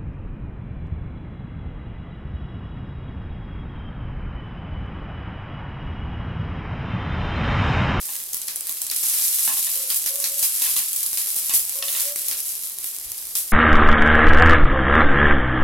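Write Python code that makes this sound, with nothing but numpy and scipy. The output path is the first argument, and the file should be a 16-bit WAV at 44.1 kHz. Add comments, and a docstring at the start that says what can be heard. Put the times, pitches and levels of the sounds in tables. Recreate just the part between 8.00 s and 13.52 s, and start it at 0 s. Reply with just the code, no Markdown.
"""Sizzling oil on a flat iron pan takes sliced onion pushed off a steel tray, over a gas ring in a tiled kitchen.
The sizzle is dense random bubble bursts; drops pop with click, tear and ring; wet slices crack, spray and slap.
The spatula rustles in shredded vegetables as filtered grains and knocks the tray's decaying modes.
A dove outside coos in two calls of gliding sines, shaped noise makes the flame's murmur, and low thuds bump."""
import sys
import numpy as np
from scipy import signal
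from scipy.fft import rfft, irfft, next_fast_len
from scipy.io import wavfile
from scipy.ndimage import uniform_filter1d, minimum_filter1d

SR = 44100
rng = np.random.default_rng(int(sys.argv[2]) if len(sys.argv) > 2 else 0)


def transcribe(signal):
    """Save signal, clipped to [-1, 1], as a 16-bit WAV file at the path in sys.argv[1]."""
    frames = np.atleast_2d(signal).T
    limited = np.clip(frames, -1, 1)
    pcm = np.round(limited * 32767).astype(np.int16)
    wavfile.write(sys.argv[1], SR, pcm)


N = 243431
TIME = np.arange(N) / SR
SPOTS = 14  # places on the pan, each with its own path through the kitchen

# All levels are relative, ahead of layer gains and room.
# vigour of the frying: start_s, fine_sizzle_db, coarse_bubbling_db
FRYING_VIGOUR = [(0.0, -29.5, -48.5), (0.17, -32.5, -50.5), (0.45, -33.5, -49.5), (0.73, -32, -44),
                 (0.79, -33.5, -53), (0.89, -31, -45), (0.97, -28.5, -53), (1.04, -20, -39),
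                 (1.08, -21, -42), (1.2, -20, -34.5), (1.3, -22, -50), (1.4, -21.5, -43), (1.6, -22, -47),
                 (1.85, -26.5, -43.5), (2.0, -27.5, -49), (2.32, -26.5, -49.5), (2.64, -22, -38),
                 (2.9, -27, -47), (3.22, -27.5, -43), (3.44, -26, -46), (3.69, -29.5, -47),
                 (4.03, -27, -41), (4.13, -31, -48), (4.21, -30, -46), (4.46, -27, -49.5),
                 (4.66, -31, -50.5), (5.08, -35, -48), (5.52, -29, -51)]
# the loudest single drops popping: start_s, level_db, cavity_pitch_hz, dull_tap_on_iron_db
POPPING_DROPS = [(0.0566, -25, 11000, -47), (0.33, -19, 11000, -53), (0.3324, -10, 6200, -52),
                 (0.3434, -6, 11500, -37), (0.3678, -16, 12000, -42), (0.416, -21, 7650, -63),
                 (0.4831, -19, 5870, -57), (0.5584, -8, 10700, -37), (0.6076, -14, 9400, -54),
                 (0.669, -14, 10000, -50), (0.6931, -5.5, 11800, -32.5), (0.712, -19, 9450, -42),
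                 (0.816, -11, 7850, -53), (0.8172, -4.5, 10900, -38), (0.8659, -17, 8000, -56),
                 (0.8988, -12, 4730, -56), (0.9117, -8, 11500, -52), (0.9614, -4, 10000, -54),
                 (1.033, -3, 7300, -28.5), (1.0824, -1, 10900, -34), (1.943, -1.5, 10500, -57),
                 (1.96, -11, 11500, -52), (2.156, -9, 11500, -54), (2.2, -4, 9500, -52),
                 (2.391, -3, 10800, -35), (2.7814, -1, 10400, -46), (2.93, -3, 10800, -40),
                 (2.961, -4, 10100, -44), (3.0297, 0, 12100, -50), (3.0614, -4, 10600, -56),
                 (3.1296, -6.5, 11000, -32), (3.3024, -10, 11300, -57), (3.3624, -3, 10100, -31),
                 (3.5933, -4.5, 9900, -59), (3.6935, -6, 11500, -50), (4.1585, -17, 8000, -37),
                 (4.2823, -0.5, 11500, -40), (4.4028, -11, 11300, -50), (4.785, -18, 9400, -56),
                 (4.8421, -10, 11000, -53), (4.9642, -21.5, 10800, -60), (4.9852, -20, 9500, -52),
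                 (5.1173, -13, 10800, -47), (5.269, -23, 11400, -57)]
# water flashing to steam: start_s, crack_db, spray_db, spray_length_s, slap_on_iron_db, coarse_splutter_db
STEAM_SPITS = [(0.344, -32, -36, 0.025, -42, -42), (0.481, -20, -31, 0.028, -60, -35),
               (0.913, -18, -38, 0.014, -45, -31.5), (1.385, -20.5, -18, 0.01, -40.5, -51),
               (1.449, -23, -20, 0.012, -63, -55), (1.901, -5, -26, 0.032, -44, -33.5),
               (1.959, -28, -19, 0.021, -55, -51), (2.0598, -11.5, -22, 0.026, -35.5, -32),
               (2.2396, -4, -32, 0.032, -32.5, -35), (2.4255, -4, -16, 0.034, -33.5, -36),
               (2.619, -13, -18, 0.017, -36, -39), (2.763, -8.5, -19, 0.021, -34, -36),
               (3.172, -7, -23.5, 0.05, -48, -47), (3.494, -15, -24, 0.045, -36, -36),
               (3.5358, -8, -10.5, 0.02, -32, -52), (3.998, -22, -22, 0.032, -54, -42),
               (4.159, -16, -26, 0.032, -42, -43), (4.3115, -15, -27, 0.034, -39, -33),
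               (4.845, -36, -28.5, 0.037, -45, -57), (5.352, -8.5, -19.5, 0.038, -35, -43)]
# the iron pan's ringing modes: pitch_hz, level_db, t60_s
PAN_MODES = [(366, -62, .4), (698, -60, .3), (869, -58, .4), (1110, -54, .25), (1326, -57, .2),
             (2662, -57, .4), (3222, -60, .25), (4009, -59, .25)]
# spatula strokes through the shredded vegetables: middle_s, level_db, half_length_s
SPATULA_STROKES = [(.14, -31.5, 0.089), (1.53, -25, 0.048), (2.69, -47, 0.032), (3.965, -21, 0.1)]
# spatula and tray knocking: start_s, level_db, brightness_hz, scrape_length_s, scrape_db, place (0 floor to 1 rim)
TRAY_KNOCKS = [(0.087, -40, 1500, 0.041, -4, 0), (1.475, -28.5, 1550, 0.042, 0.5, 0.055),
               (1.567, -35.5, 1300, 0.011, -5, 0.3), (1.67, -37, 2200, 0.023, -3, 0.52),
               (2.618, -41, 2500, 0.02, 4.5, 0.14), (2.654, -40.5, 2440, 0.018, 4, 0.1),
               (2.764, -37.5, 2700, 0.054, -2, 0.45), (3.174, -42.5, 2520, 0.017, -15, 0.39),
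               (3.494, -41, 2400, 0.019, 8, 0.55), (3.8238, -31.5, 4600, 0.0055, -4, 1),
               (3.8816, -35, 4770, 0.0041, -1, 0.72), (3.949, -37, 3000, 0.043, -3, .6)]
# modes of the loaded steel tray, the dB columns weighted by place: pitch_hz, floor_db, rim_db, t60_s
TRAY_MODES = [(262, -9.5, -22, 0.14), (695, -17, 8, 0.08), (807, -8, -20, .1), (900, -10, -20, 0.08),
              (1055, -5, -14, .1), (1130, -9, -2, 0.08), (1293, -12, 1, 0.05), (1739, -4, -10, 0.055),
              (1890, -6, -3, 0.06), (2227, -2, -6, 0.035), (2600, 3, -4, 0.06), (2848, 1, 0, 0.05),
              (3098, 3, -1, 0.035), (3550, 3, 5, 0.03), (3680, 3, 4, .035), (4050, 4, 1, .03),
              (4400, 3, 3, .035), (5000, 3, 3, .025), (5470, 3, 3, .035), (6110, 2, 0, .025),
              (6966, 3, 4, 0.025), (11200, 17, 17, 0.03)]
# the dove's notes: start_s, length_s, pitch_hz, level_db, octave_db, throatiness (0 to 1)
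DOVE_NOTES = [(1.728, .17, 532, -48, -16, .9), (2.075, .18, 563, -44, -13, .8),
              (2.275, .155, 570, -47.5, -17, .6), (3.728, .18, 558, -45.5, -8, .75),
              (4.02, .14, 581, -39.5, -22, .2)]
# dull bumps of tray and gas knob: middle_s, level_db, half_length_s
DULL_BUMPS = [(3.607, -60, 0.079), (5.085, -53.5, 0.046), (5.257, -62, 0.048)]
# spectrum of fine bursting bubbles and droplets: frequency_hz, density_db (per Hz)
SIZZLE_SPECTRUM = [(150, -25.5), (500, -41.5), (1200, -24.5), (2500, -17), (4500, -11), (7000, -5.5),
                   (9500, 0), (11500, 3), (13500, 0.5), (15800, -9.5)]
# spectrum of coarse bubbling beneath the slices: frequency_hz, density_db (per Hz)
BUBBLING_SPECTRUM = [(150, -18), (400, -12.5), (800, -12), (1400, -5.5), (2200, -2.5), (3300, -3.5),
                     (5000, 3), (9000, -13.5), (15000, -38)]
# spectrum of a water pocket cracking open: frequency_hz, density_db (per Hz)
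CRACK_SPECTRUM = [(100, -21), (400, -18.5), (1000, -18.5), (2500, -3.5), (5000, 1.5), (10500, 4.5),
                  (13000, -0.5), (16000, 1)]
# spectrum of a popping drop: frequency_hz, density_db (per Hz)
POP_SPECTRUM = [(100, -9.5), (500, -15.5), (1500, -12), (3500, -1.5), (7000, 5), (11000, 8.5), (13500, 6.5),
                (16000, 7)]
# spectrum of crisp shreds rustling: frequency_hz, density_db (per Hz)
RUSTLE_SPECTRUM = [(150, -17.5), (800, -15), (2500, -4), (5000, -2.5), (11000, 5), (16000, 2.5)]
# spectrum of the gas flame: frequency_hz, density_db (per Hz)
FLAME_SPECTRUM = [(20, 1), (50, -7), (75, -7.5), (98, -1.5), (130, -10.5), (250, -6.5), (400, -3.5),
                  (800, -6.5), (1200, -6), (3000, -61), (8000, -43)]
# colour between the microphones, left fuller in bass and top: frequency_hz, left_minus_right_db
EAR_DIFFERENCE = [(50, 3), (300, -.5), (4000, -1.3), (9500, -0.7), (13500, 1.1)]


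def sizzle(fine_gain_db=0.65, coarse_gain_db=0.94):
    """Fine bursts at the rim of each slice, coarser bubbling trapped beneath; both come in flurries."""
    fine_db, coarse_db = in_time(FRYING_VIGOUR)
    flurry_db = 1.3 * drift(rate=50)
    fine = colour(bursts(grains(per_s=5500, spread_db=4.0), cycles=2.2), SIZZLE_SPECTRUM)
    coarse = colour(deal(grains(per_s=2500, spread_db=3.0)), BUBBLING_SPECTRUM)
    fine_level = from_db(fine_db + flurry_db + fine_gain_db)
    coarse_level = from_db(coarse_db + flurry_db + coarse_gain_db)
    return fine_level * fine + coarse_level * coarse


def bursts(clicks, cycles):
    """Bubbles ring for a few cycles at the pitch of their spot; the spots sum to unit power."""
    pitches_hz = np.linspace(2500, 15000, SPOTS)
    rings = [ring(row, hz, cycles / hz) for row, hz in zip(deal(clicks), pitches_hz)]
    return rms_one(np.array(rings)) / np.sqrt(SPOTS)


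def crackle(per_s=60, level_db=-11.0, spread_db=4.0, follows=0.65):
    """Stray droplets snap on the bare iron, harder as the frying grows."""
    vigour_db, _ = in_time(FRYING_VIGOUR)
    swing_db = follows * (vigour_db - vigour_db.mean())
    sizes = from_db(level_db + swing_db + spread_db * rng.standard_normal(N))
    sizes = sizes * rng.choice([-1, 1], N)
    snaps = sizes * (rng.random(N) < per_s / SR)
    return colour(deal(snaps), SIZZLE_SPECTRUM)


def pops(gain_db=8.5, ring_share=1.0, cycles=7.0, tear_share=0.2, tear_s=0.00068, size=512):
    """A drop bursts with a sharp click, its skin tears for a millisecond and its cavity rings briefly."""
    out, age = np.zeros((SPOTS, N)), np.arange(size) / SR
    for k, (s, db, hz, _) in enumerate(POPPING_DROPS):
        tear = tear_share * rng.standard_normal(size) * np.exp(-age / tear_s)
        cavity = ring_share * np.cos(2 * np.pi * hz * age) * from_db(-60 * age * hz / cycles)
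        start = round(s * SR)
        out[k % SPOTS, start:start + size] += from_db(db + gain_db) * ((age == 0) + tear + cavity)
    return colour(out, POP_SPECTRUM)


def cracks(tear_share=0.12, tear_s=0.00088, gain_db=19.5):
    """A pocket of water tears open with a full-range crack."""
    out, tear = np.zeros((SPOTS, N)), tear_share * rng.standard_normal(N)
    for k, (s, db, *_) in enumerate(STEAM_SPITS):
        out[k % SPOTS] += from_db(db + gain_db) * (click(s) + tear * fade(s, tear_s))
    return colour(out, CRACK_SPECTRUM)


def sprays():
    """Each crack throws a dying spray of droplets over the iron while the slice splutters coarsely beneath."""
    spray, splutter = 0, 0
    for s, _, spray_db, length, _, splutter_db in STEAM_SPITS:
        dying = fade(s, length)
        spray = spray + from_db(spray_db) * dying
        splutter = splutter + from_db(splutter_db) * dying
    droplets = colour(deal(grains(per_s=7000, spread_db=3.5)), SIZZLE_SPECTRUM)
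    bubbles = colour(deal(grains(per_s=2500, spread_db=3.0)), BUBBLING_SPECTRUM)
    return spray * droplets + splutter * bubbles


def taps(gain_db=30, top_hz=2200, slap_s=0.0047, slap_smear=0.056):
    """Popping drops tap the iron dully; spitting slices slap it, landing over a few milliseconds."""
    smear = slap_smear * rng.standard_normal(N)
    blows = sum(from_db(db) * click(s) for s, *_, db in POPPING_DROPS)
    blows += sum(from_db(db) * (click(s) + smear * fade(s, slap_s)) for s, *_, db, _ in STEAM_SPITS)
    return from_db(gain_db) * band(blows + 1e-18, 200, top_hz)


def pan(frying):
    """The frying shakes the iron plate into a faint ring."""
    return sum(from_db(db) * ring(frying, hz, t60) for hz, db, t60 in PAN_MODES)


def scoops():
    """Crisp shreds crunch and slip under each stroke of the spatula."""
    return swells(SPATULA_STROKES) * colour(grains(per_s=4500, spread_db=6.0), RUSTLE_SPECTRUM)


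def tray(clack_db=26, ring_db=5.5):
    """Knocks and slips clack and ring the tray's modes; soft contacts favour low modes, hard ones high."""
    slips = grains(per_s=2000, spread_db=2.0)
    contacts = []
    for s, db, _, length, scrape_db, _ in TRAY_KNOCKS:
        scrape = from_db(scrape_db) * slips * fade(s, length) / np.sqrt(length * SR)
        contacts.append(from_db(db) * (click(s) + scrape))
    contacts = np.array(contacts)
    bright_hz, rim = np.array(TRAY_KNOCKS)[:, 2], np.array(TRAY_KNOCKS)[:, -1]
    # the dry clack of the contact itself, under the ring
    clacks = sum(band(contact + 1e-18, hz / 3, hz) for contact, hz in zip(contacts, bright_hz))
    out = from_db(clack_db) * clacks
    for hz, floor_db, rim_db, t60 in TRAY_MODES:
        reach = 1 / np.hypot(1, (hz / bright_hz) ** 2) / np.hypot(1, bright_hz / (2.6 * hz))
        place_db = (1.5 - rim) * floor_db + rim * rim_db
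        chance_db = rng.standard_normal(len(TRAY_KNOCKS))
        strength = reach * from_db(ring_db + place_db + chance_db)
        signs = rng.choice([-1, 1], len(TRAY_KNOCKS))
        out += ring((strength * signs) @ contacts, hz, t60)
    return out


def dove(flutter=0.4, throb_hz=21, throb=.55, burr_hz=75, burr=.55):
    """Coos that rise and then hold, with a faint octave; the throaty ones throb and burr."""
    start_flat, rise_s = .12, 0.03  # each note starts this share flat and glides up
    attack_s, release_s = 0.048, 0.025
    out = np.zeros(N)
    pulsing = throb * wobble(throb_hz) + burr * wobble(burr_hz)
    waver = flutter * drift(rate=120)
    for s, length, hz, db, octave_db, throaty in DOVE_NOTES:
        age = np.maximum(TIME - s, 0)
        gate = np.clip(np.minimum(age / attack_s, (length - age) / release_s), 0, 1)
        pitch_hz = hz * (1 - start_flat * np.exp(-age / rise_s))
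        phase = 2 * np.pi * np.cumsum(pitch_hz) / SR + throaty * waver
        voice = np.sin(phase) + from_db(octave_db) * np.sin(2 * phase)
        out += gate * from_db(db) * (1 + throaty * pulsing) * voice
    return out


def wobble(hz, unevenness=0.154):
    """A nearly regular swing between -1 and 1, its rate drifting."""
    return np.sin(2 * np.pi * np.cumsum(hz * (1 + unevenness * drift(rate=25))) / SR)


def bumps(top_hz=85):
    """Short low thuds carried by the stove top, stronger on the left."""
    thud = rms_one(band(rng.standard_normal(N), 25, top_hz, order=2))
    return thud * swells(DULL_BUMPS) * from_db([[4], [-4]])


def flame(level_db=-59.0):
    """The low, even murmur of the gas ring is shaped noise, widest in the bass."""
    mid, side = colour(rng.standard_normal((2, N)), FLAME_SPECTRUM)
    side = .8 * signal.sosfilt(signal.butter(1, 330, fs=SR, output="sos"), side)
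    return from_db(level_db) * (mid + side * [[1], [-1]])


def kitchen(x, near_db, room_db, near_t60=0.0047, room_t60=0.23, travel_s=.0011):
    """Direct sound, quick reflections off pan and tiles, then the room; the two sides part in the treble."""
    t = np.arange(SR // 3) / SR - travel_s
    response = np.zeros((2, len(t)))
    response[:, np.searchsorted(t, 0)] = 1
    for db, t60 in ((near_db, near_t60), (room_db, room_t60)):
        mid, side = rng.standard_normal((2, len(t)))
        side = signal.sosfilt(signal.butter(1, 1800, "high", fs=SR, output="sos"), side)
        tail = (mid + side * [[1], [-1]]) * (t > .0003) * from_db(-60 * np.abs(t) / t60)
        response += from_db(db) * rms_one(tail) / np.sqrt(len(t))
    return convolve(x, rms_one(response) / np.sqrt(len(t)))


def yard(x, echo_db=-9.0, first_echo_s=0.076, t60=0.76):
    """The dove's notes come back off the walls outside as a late, soft tail."""
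    t = np.arange(SR // 2) / SR
    tail = rng.standard_normal((2, len(t))) * (t > first_echo_s) * from_db(-60 * t / t60)
    return x + from_db(echo_db) * convolve(x, rms_one(tail) / np.sqrt(len(t)))


def microphones(x):
    """The two sides differ slightly in colour."""
    left, right = ([(hz, sign * db / 2) for hz, db in EAR_DIFFERENCE] for sign in (1, -1))
    return np.array([colour(x[0], left), colour(x[1], right)])


def from_db(db):
    """Decibels to gain."""
    return 10 ** (np.asarray(db) / 20)


def rms_one(x):
    """Scale to unit power."""
    return x / np.sqrt(np.mean(x ** 2) + 1e-20)


def in_time(rows):
    """Each column of a curve, sample by sample."""
    s, *columns = np.transpose(rows)
    return [np.interp(TIME, s, c) for c in columns]


def convolve(x, response):
    """Pass a sound through an impulse response."""
    size = next_fast_len(N + response.shape[-1])
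    return irfft(rfft(x, size) * rfft(response, size), size)[..., :N]


def colour(x, spectrum, size=4096):
    """Causal (minimum-phase) filter of unit energy, shaped by the given spectrum."""
    hz, db = np.transpose(spectrum)
    grid_hz = np.maximum(np.arange(size // 2 + 1) * SR / size, 1)
    magnitude = from_db(np.interp(np.log(grid_hz), np.log(hz), db))
    # folding the cepstrum forward puts the energy as early as possible
    cepstrum = irfft(np.log(magnitude))
    cepstrum[1:size // 2] *= 2
    cepstrum[size // 2 + 1:] = 0
    response = irfft(np.exp(rfft(cepstrum)))
    return convolve(x, response / np.linalg.norm(response))


def band(x, low_hz, high_hz, order=1):
    """Keep the range between two frequencies."""
    return signal.sosfilt(signal.butter(order, [low_hz, high_hz], "band", fs=SR, output="sos"), x)


def drift(rate):
    """A random curve of unit power, straight between knots at this rate per second."""
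    knots = rng.standard_normal(int(rate * N / SR) + 2)
    return rms_one(np.interp(TIME * rate, np.arange(len(knots)), knots))


def ring(clicks, hz, t60):
    """A unit click sets a decaying cosine of height 1 ringing."""
    r, w = from_db(-60 / (t60 * SR)), 2 * np.pi * hz / SR
    return signal.lfilter([1, -r * np.cos(w)], [1, -2 * r * np.cos(w), r * r], clicks + 1e-18)


def click(s):
    """A unit click at one moment."""
    return 1.0 * (np.arange(N) == round(s * SR))


def fade(s, length):
    """Starts at once, holds briefly and dies."""
    age = np.clip((TIME - s) / length, 0, 10)
    return (TIME >= s) * np.exp(-age ** 3.0 / 2)


def swells(rows):
    """A smooth rise and fall for each row of middle_s, level_db, half_length_s."""
    return sum(from_db(db) * np.exp(-((TIME - s) / length) ** 2) for s, db, length in rows)


def grains(per_s, spread_db):
    """Random clicks, many small and few large; unit power."""
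    sizes = from_db(spread_db * np.minimum(rng.exponential(1, N), 6))
    return rms_one(sizes * rng.choice([-1, 1], N) * (rng.random(N) < per_s / SR))


def deal(clicks):
    """Every click happens at one of several spots on the pan; one row a spot."""
    return clicks * (rng.integers(0, SPOTS, N) == np.arange(SPOTS)[:, None])


def scene():
    """Each pan spot has its own path through the kitchen; drops bursting in the open arrive more directly."""
    buried = sizzle() + sprays()
    exposed = crackle() + pops() + cracks()
    frying = sum(kitchen(spot, near_db=-4.5, room_db=3.5) for spot in buried)
    snaps = sum(kitchen(spot, near_db=-7, room_db=-7) for spot in exposed)
    thuds = kitchen(taps(), near_db=-12, room_db=-5)
    metal_dry = tray() + scoops() + pan((buried + exposed).sum(axis=0))
    metal = kitchen(metal_dry, near_db=-10, room_db=-2)
    metal = metal * from_db([[-0.5], [0.5]])  # slightly to the right
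    bird = yard(dove())
    return frying + snaps + thuds + metal + bird + flame() + bumps()


def record(dry, ceiling=0.48, size=21, cutoff_hz=15900):
    """A fast limiter, shared by both sides and spanning size samples, ducks sharp peaks; the top is cut."""
    heard = microphones(dry)
    gain = np.minimum(1, ceiling / (np.abs(heard).max(axis=0) + 1e-9))
    limited = heard * uniform_filter1d(minimum_filter1d(gain, size), size)
    return signal.sosfilt(signal.ellip(12, .1, 80, cutoff_hz, fs=SR, output="sos"), limited)


dry = scene()
out = record(dry)
transcribe(out)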